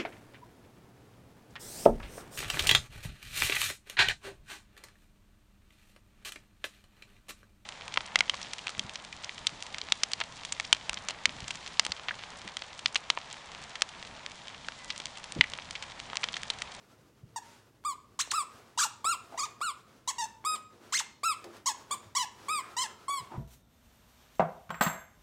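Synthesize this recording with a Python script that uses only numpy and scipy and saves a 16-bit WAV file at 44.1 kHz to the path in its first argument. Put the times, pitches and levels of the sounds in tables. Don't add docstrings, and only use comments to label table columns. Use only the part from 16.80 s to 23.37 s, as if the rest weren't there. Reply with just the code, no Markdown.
import sys
import numpy as np
from scipy import signal
from scipy.fft import rfft, irfft
from scipy.io import wavfile
from scipy.ndimage import map_coordinates

SR = 44100
rng = np.random.default_rng(int(sys.argv[2]) if len(sys.argv) > 2 else 0)


def to_wav(s):
    ch = np.atleast_2d(s).T
    pcm = np.round(np.clip(ch, -1, 1) * 32767)
    wavfile.write(sys.argv[1], SR, pcm.astype(np.int16))


N = 289911
TIME_S = np.arange(N) / SR
TOP_HZ = 15900

# [hz, relative_db_per_hz]
ROOM_TONE_COLOUR = [(15, -50), (25, -30), (55, -4.5), (78, -8), (104, 1), (178, -9), (209, -5.5), (281, -7),
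                    (331, -9), (631, -16), (684, -24), (1900, -29), (2700, -29.5), (4500, -32.5),
                    (6050, -32), (8580, -35), (15500, -37.5)]
ROOM_TONE_DB = -64
# [centre_hz, t60_s, level_db]
ROOM_BANDS = [(250, 0.79, -5), (1285, 0.45, -12.5), (2280, 0.39, -7), (4400, 0.5, -16), (8000, 0.34, -14),
              (14000, 0.13, -5.5)]
# [delay_s, level_db]
BOUNCES = [(.0031, -38.5), (.0058, -19), (.0089, -17), (0.0149, -16.5)]
SCATTER_T60_S, SCATTER_DB, SCATTER_HIGHPASS_HZ = 0.039, -13.5, 2290

# [centre_s, half_width_s, level_db]
SHIFTS = [(.05, 0.23, -71.5), (.68, 0.13, -65), (1.78, 0.25, -60), (2.34, 0.11, -64), (2.61, .17, -60),
          (3.1, 0.48, -69), (3.74, 0.051, -56), (4.06, 0.12, -62), (4.69, .15, -58.5), (5.14, 0.17, -58.5),
          (5.7, .17, -57), (6.2, 0.4, -60)]
RUSTLE_REST_DB = -72
# [hz, relative_db]
RUSTLE_COLOUR = [(100, -20), (220, -1), (420, 0.5), (700, -2), (1300, -1.5), (2000, -9), (6000, -14.5),
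                 (15000, -28.5)]
# [start_s, level_db]
THUDS = [(0.427, -49), (5.253, -52), (6.396, -51.5), (6.539, -48.5)]
# [start_s, length_s, centre_hz, width_hz, level_db]
RUBS = [(2.521, 0.048, 740, 453.6, -45.5), (2.522, 0.038, 285, 220, -55), (3.925, 0.13, 337, 184.3, -61),
        (4.641, 0.07, 370, 280, -50.5), (4.641, 0.039, 745, 800, -56), (6.512, 0.11, 860, 656, -50),
        (6.511, 0.077, 288, 300, -52.5)]
# [start_s, peak_db]
TICKS = [(1.039, -50), (1.475, -53), (2.522, -51), (2.806, -45), (4.642, -39), (4.767, -46)]
# [start_s, peak_db]
POPS = [(1.039, -45.5), (1.475, -40.5), (1.527, -37), (2.045, -43), (2.251, -31.5), (2.807, -38),
        (3.642, -35), (4.432, -35.5), (5.107, -38), (5.691, -38), (6.294, -37)]

# [start_s, length_s, centre_hz, width_hz, level_db]
SLOW_AIR = [(.62, .19, 1700, 3500, -63), (.62, .19, 5500, 6000, -66), (5.81, .11, 1400, 1000, -56),
            (5.83, .45, 1320, 140, -59), (6.495, .06, 890, 130, -51)]
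# [start_s, length_s, fade_s, fundamental_db, overtones_db, tilt_db_per_octave, hiss_db]
BITES = [(0.56, 0.029, 0.015, -34.5, -39, 1.5, -20), (1.39, 0.036, 0.0037, -33.5, -32.5, -1, -17),
         (1.506, 0.021, 0.01, -33, -33.5, -1, -23), (1.975, 0.096, 0.033, -32, -33, 2, -14.5),
         (2.575, .093, 0.032, -37.5, -40, -3, -15), (3.275, 0.04, 0.018, -34.5, -33.5, 1.5, -18.5),
         (3.382, 0.077, 0.014, -36, -37, -1.5, -15), (4.123, 0.093, 0.022, -33, -34, -1, -16),
         (4.858, .064, 0.036, -33.5, -30.5, 2.5, -24), (5.35, 0.1, 0.033, -34, -33.5, 0.3, -23),
         (5.966, .1, 0.037, -36, -34, -0.5, -18)]
# [start_s, length_s, rise_s, top_hz, fall_s, late_hz, fundamental_db, overtones_db, tilt_db_per_octave]
RELEASES = [(1.048, .087, 0.02, 1228, 0.021, 1085, -35.5, -45, 3),
            (1.534, 0.1, 0.028, 1343, 0.019, 1116, -33, -41.5, 3),
            (2.243, 0.11, 0.042, 1338, 0.04, 1411, -32, -38.5, 1.5),
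            (2.812, 0.11, 0.034, 1456, 0.025, 1159, -36, -44, 1.5),
            (3.648, 0.12, 0.027, 1262, .02, 1243, -35, -40, 2),
            (4.433, 0.11, 0.028, 1353, 0.033, 1249, -33.5, -39, 0.5),
            (5.109, .043, .025, 1200, .018, 1191, -33.5, -37.5, 4),
            (5.683, 0.13, 0.047, 1278, 0.035, 1160, -35, -41, 0),
            (6.281, .13, 0.03, 1134, 0.042, 1107, -34.5, -44, 1)]
# [centre_s, half_width_s, rise_hz]
SURGES = [(0.57, 0.0095, 50), (1.424, .017, 3354), (1.509, 0.0077, 3464), (1.999, 0.0098, 683),
          (2.018, .015, 250), (2.039, 0.0099, 530), (2.596, .011, 290.7), (2.622, .022, 209),
          (2.645, .014, 312.3), (3.294, .012, 247), (3.404, .016, 55), (3.447, .012, 47),
          (4.156, .019, 1200), (4.185, 0.013, 2800), (4.879, 0.013, 235), (5.373, .014, 253),
          (5.411, 0.021, 143), (5.989, .014, 87), (6.022, .022, 195)]
# [hz, relative_db]
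BITE_COLOUR = [(1700, -5), (2150, -14), (3100, -10.5), (4300, -10), (5500, -8), (7300, -5.5), (8300, -10),
               (9400, -22.5), (10500, -21.5), (11500, -34), (12800, -28.5), (15500, -36.5)]
# [hz, relative_db]
RELEASE_COLOUR = [(2100, -8), (3300, -6), (4400, -9.5), (5100, -6.5), (5800, -25.5), (6300, -32),
                  (6900, -7.5), (7700, -7.5), (8800, -9), (9400, -19), (12600, -27.5), (15000, -34)]
# [hz, gain_db]
TONE_COLOUR = [(1250, 0), (1650, -1.5), (2400, -5.5), (3500, -4), (4300, -1)]

BITE_CATCH_HZ, BITE_STALL_HZ = 923.6, 830.4
RELEASE_CATCH_HZ, RELEASE_STALL_HZ = 1057, 956
ATTACK_S, STOP_S = 0.0023, 0.0013
REFERENCE_HZ, FULL_SWING_HZ, BUZZ_SWELL_DB_PER_OCTAVE = 1000, 1208, 13.5
PINNED_HZ, PINNED_DB_PER_OCTAVE = 3330, -88
RELEASE_SAG_DB_PER_S = -27


def undb(db):
    return 10 ** (np.asarray(db) / 20)


def unit(x):
    return x / np.sqrt(np.mean(x ** 2) + 1e-20)


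def on_log_axis(hz, points):
    points_hz, values = np.transpose(points)
    return np.interp(np.log(hz + 1e-3), np.log(points_hz), values)


def octaves_above(hz, limit_hz):
    return np.maximum(np.log2(hz / limit_hz), 0)


def bins_hz(size):
    return np.arange(size // 2 + 1) * SR / size


def coloured(points, size):
    spectrum = rfft(rng.standard_normal(size))
    return unit(irfft(spectrum * undb(on_log_axis(bins_hz(size), points)), size))


def resonate(x, centre_hz, width_hz):
    b, a = signal.iirpeak(min(centre_hz, .45 * SR), centre_hz / width_hz, fs=SR)
    once = signal.lfilter(b, a, x)
    return signal.lfilter(b, a, once)


def highpass(x, order, cutoff_hz):
    return signal.sosfilt(signal.butter(order, cutoff_hz, "highpass", fs=SR, output="sos"), x)


def wander(rate_hz, size):
    knots = rng.standard_normal(int(size / SR * rate_hz) + 4)
    return map_coordinates(knots, [np.arange(size) * rate_hz / SR], order=3, mode="nearest")


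def swell(t, centre_s, half_width_s):
    return np.exp(-((t - centre_s) / half_width_s) ** 2)


def burst(length_s, centre_hz, width_hz, attack_s):
    t = np.arange(int(2 * length_s * SR)) / SR
    ringing = unit(resonate(rng.standard_normal(len(t)), centre_hz, width_hz))
    return ringing * (1 - np.exp(-t / attack_s)) * np.exp(-(t / length_s) ** 4)


def knock(peak_db, decay_s, centre_hz, width_hz, size=4096):
    t = np.arange(size) / SR
    blow = resonate(rng.standard_normal(size) * np.exp(-t / decay_s), centre_hz, width_hz)
    return blow / np.abs(blow).max() * undb(peak_db)


def add(track, start_s, sound):
    i = max(int(start_s * SR), 0)
    track[i:i + len(sound)] += sound[:max(N - i, 0)]


def room_tone():
    return coloured(ROOM_TONE_COLOUR, N) * undb(ROOM_TONE_DB + 0.5 * wander(5.74, N))


def room(x, size=32768):
    t, hz = np.arange(size) / SR, bins_hz(size)
    noise = rfft(rng.standard_normal(size))
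    centres_hz = [row[0] for row in ROOM_BANDS]
    tail = 0
    for share, (_, t60_s, level_db) in zip(np.eye(len(ROOM_BANDS)), ROOM_BANDS):
        decay = undb(-60 * t / t60_s) * np.clip((t - .003) / 0.00067, 0, 1)
        band = irfft(noise * on_log_axis(hz, list(zip(centres_hz, share))), size)
        tail = tail + undb(level_db) * band * decay / np.sqrt(np.sum(decay ** 2))
    return signal.fftconvolve(x, tail)[:N]


def scatter(x, size=4096):
    t = np.arange(size) / SR
    decay = undb(-60 * t / SCATTER_T60_S) * np.clip((t - .003) / 0.0018, 0, 1)
    echoes = rng.standard_normal(size) * decay
    echoes = echoes / np.sqrt(np.sum(echoes ** 2))
    bright = highpass(x, 2, SCATTER_HIGHPASS_HZ)
    return undb(SCATTER_DB) * signal.fftconvolve(bright, echoes)[:N]


def bounces(x):
    bright = highpass(x, 1, 1500)
    out = np.zeros(N)
    for delay_s, level_db in BOUNCES:
        add(out, delay_s, undb(level_db) * bright)
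    return out


def rustle():
    movement = undb(RUSTLE_REST_DB)
    for centre_s, half_width_s, level_db in SHIFTS:
        movement = movement + undb(level_db) * swell(TIME_S, centre_s, half_width_s)
    return coloured(RUSTLE_COLOUR, N) * movement * undb(2.87 * wander(25, N))


def cushion_thuds():
    out = np.zeros(N)
    for start_s, level_db in THUDS:
        thud = burst(length_s=0.039, centre_hz=98, width_hz=70, attack_s=0.002)
        add(out, start_s, undb(level_db) * thud)
    return out


def plush_rubs():
    out = np.zeros(N)
    for start_s, length_s, centre_hz, width_hz, level_db in RUBS:
        rub = burst(length_s, centre_hz, width_hz, attack_s=0.00082)
        add(out, start_s, rub * undb(level_db + 1.8 * wander(213, len(rub))))
    return out


def tooth_ticks():
    out = np.zeros(N)
    for start_s, peak_db in TICKS:
        add(out, start_s, knock(peak_db, decay_s=0.0044, centre_hz=2500, width_hz=6900))
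    return out


def bulb_pops():
    out = np.zeros(N)
    for start_s, peak_db in POPS:
        add(out, start_s, knock(peak_db, decay_s=0.0018, centre_hz=664, width_hz=1180))
    return out


def slow_air():
    out = np.zeros(N)
    for start_s, length_s, centre_hz, width_hz, level_db in SLOW_AIR:
        add(out, start_s, undb(level_db) * burst(length_s, centre_hz, width_hz, attack_s=0.0074))
    return out


def bite_pitch(start_s, length_s):
    t = start_s + np.arange(int(length_s * SR)) / SR
    sag_hz = np.linspace(BITE_CATCH_HZ, BITE_STALL_HZ, len(t))
    return sag_hz + sum(rise_hz * swell(t, at_s, width_s) for at_s, width_s, rise_hz in SURGES)


def release_pitch(length_s, rise_s, top_hz, fall_s, late_hz):
    t = np.arange(int(length_s * SR)) / SR
    hold_end_s = max(length_s - fall_s, rise_s + 1 / SR)
    held_hz = np.interp(t, [rise_s, hold_end_s, length_s], [top_hz, late_hz, RELEASE_STALL_HZ])
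    return held_hz - (top_hz - RELEASE_CATCH_HZ) * np.clip(1 - t / rise_s, 0, 1) ** 2


def squeak(pitch_hz, colour, tone_db, buzz_db, tilt_db, tone_swell_db, fade_s, fade_db,
           jitter, flutter_db, waver_db, hiss_db, count=18):
    size = len(pitch_hz)
    t = np.arange(size) / SR
    left_s = t[-1] - t

    pressure = np.log2(np.minimum(pitch_hz, FULL_SWING_HZ) / REFERENCE_HZ)
    spent_db = fade_db * np.clip(1 - left_s / fade_s, 0, 1)
    low_db = tone_db + tone_swell_db * pressure + spent_db + on_log_axis(pitch_hz, TONE_COLOUR)
    pinned_db = PINNED_DB_PER_OCTAVE * octaves_above(pitch_hz, PINNED_HZ)
    blow_db = buzz_db + BUZZ_SWELL_DB_PER_OCTAVE * pressure + spent_db + pinned_db

    strain = np.clip(undb(blow_db + 35), .7, 1.7)
    pitch = pitch_hz * np.exp(jitter * strain * wander(967, size) + 0.00285 * wander(93, size))
    phase = 2 * np.pi * np.cumsum(pitch) / SR

    overtones, power = np.zeros(size), 1e-12
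    for k in range(2, count):
        overtone_hz = k * pitch
        tilt_octaves = np.log2(np.minimum(overtone_hz, 8000) / REFERENCE_HZ)
        level_db = on_log_axis(overtone_hz, colour) + tilt_db * tilt_octaves
        gain = undb(level_db + 2.43 * wander(24.3, size)) * (overtone_hz < TOP_HZ)
        flutter = undb(flutter_db * wander(148.6, size))
        offset = rng.uniform(-np.pi, np.pi) / 2
        overtones += gain * flutter * np.cos(k * phase + offset)
        power = power + gain ** 2 / 2

    hiss_colour = [(300, -44), (1000, -52)] + list(colour)
    hiss = unit(coloured(hiss_colour, size) * (1 + 0.37 * np.cos(phase)))
    buzz = overtones / np.sqrt(power) + undb(hiss_db) * strain * hiss
    tone = np.sqrt(2) * np.sin(phase) * undb(waver_db * wander(99.4, size))

    edges = np.clip(np.minimum(t / ATTACK_S, left_s / STOP_S), 0, 1)
    return edges * (tone * undb(low_db) + buzz * undb(blow_db))


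def bite_squeaks():
    out = np.zeros(N)
    for start_s, length_s, fade_s, tone_db, buzz_db, tilt_db, hiss_db in BITES:
        pitch_hz = bite_pitch(start_s, length_s)
        add(out, start_s, squeak(
            pitch_hz, BITE_COLOUR, tone_db, buzz_db, tilt_db, tone_swell_db=6, fade_s=fade_s,
            fade_db=-7.5, jitter=0.0096, flutter_db=3, waver_db=2.04, hiss_db=hiss_db))
    return out


def release_squeaks():
    out = np.zeros(N)
    for start_s, length_s, rise_s, top_hz, fall_s, late_hz, tone_db, buzz_db, tilt_db in RELEASES:
        pitch_hz = release_pitch(length_s, rise_s, top_hz, fall_s, late_hz)
        sag_db = RELEASE_SAG_DB_PER_S * (np.arange(len(pitch_hz)) / SR - length_s / 2)
        add(out, start_s, squeak(
            pitch_hz, RELEASE_COLOUR, tone_db + sag_db, buzz_db, tilt_db, tone_swell_db=9, fade_s=0.025,
            fade_db=-10, jitter=0.0051, flutter_db=2.5, waver_db=1.68, hiss_db=-28))
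    return out


def scene():
    sofa = rustle() + cushion_thuds() + plush_rubs()
    knocks = tooth_ticks() + bulb_pops()
    squeaker = slow_air() + bite_squeaks() + release_squeaks()
    near = sofa + knocks + squeaker
    echoes = bounces(near) + scatter(near) + room(near)
    return (room_tone() + near + echoes)[None]


def record(dry):
    return signal.sosfilt(signal.ellip(10, .2, 70, TOP_HZ, fs=SR, output="sos"), dry)


dry = scene()
out = record(dry)
to_wav(out)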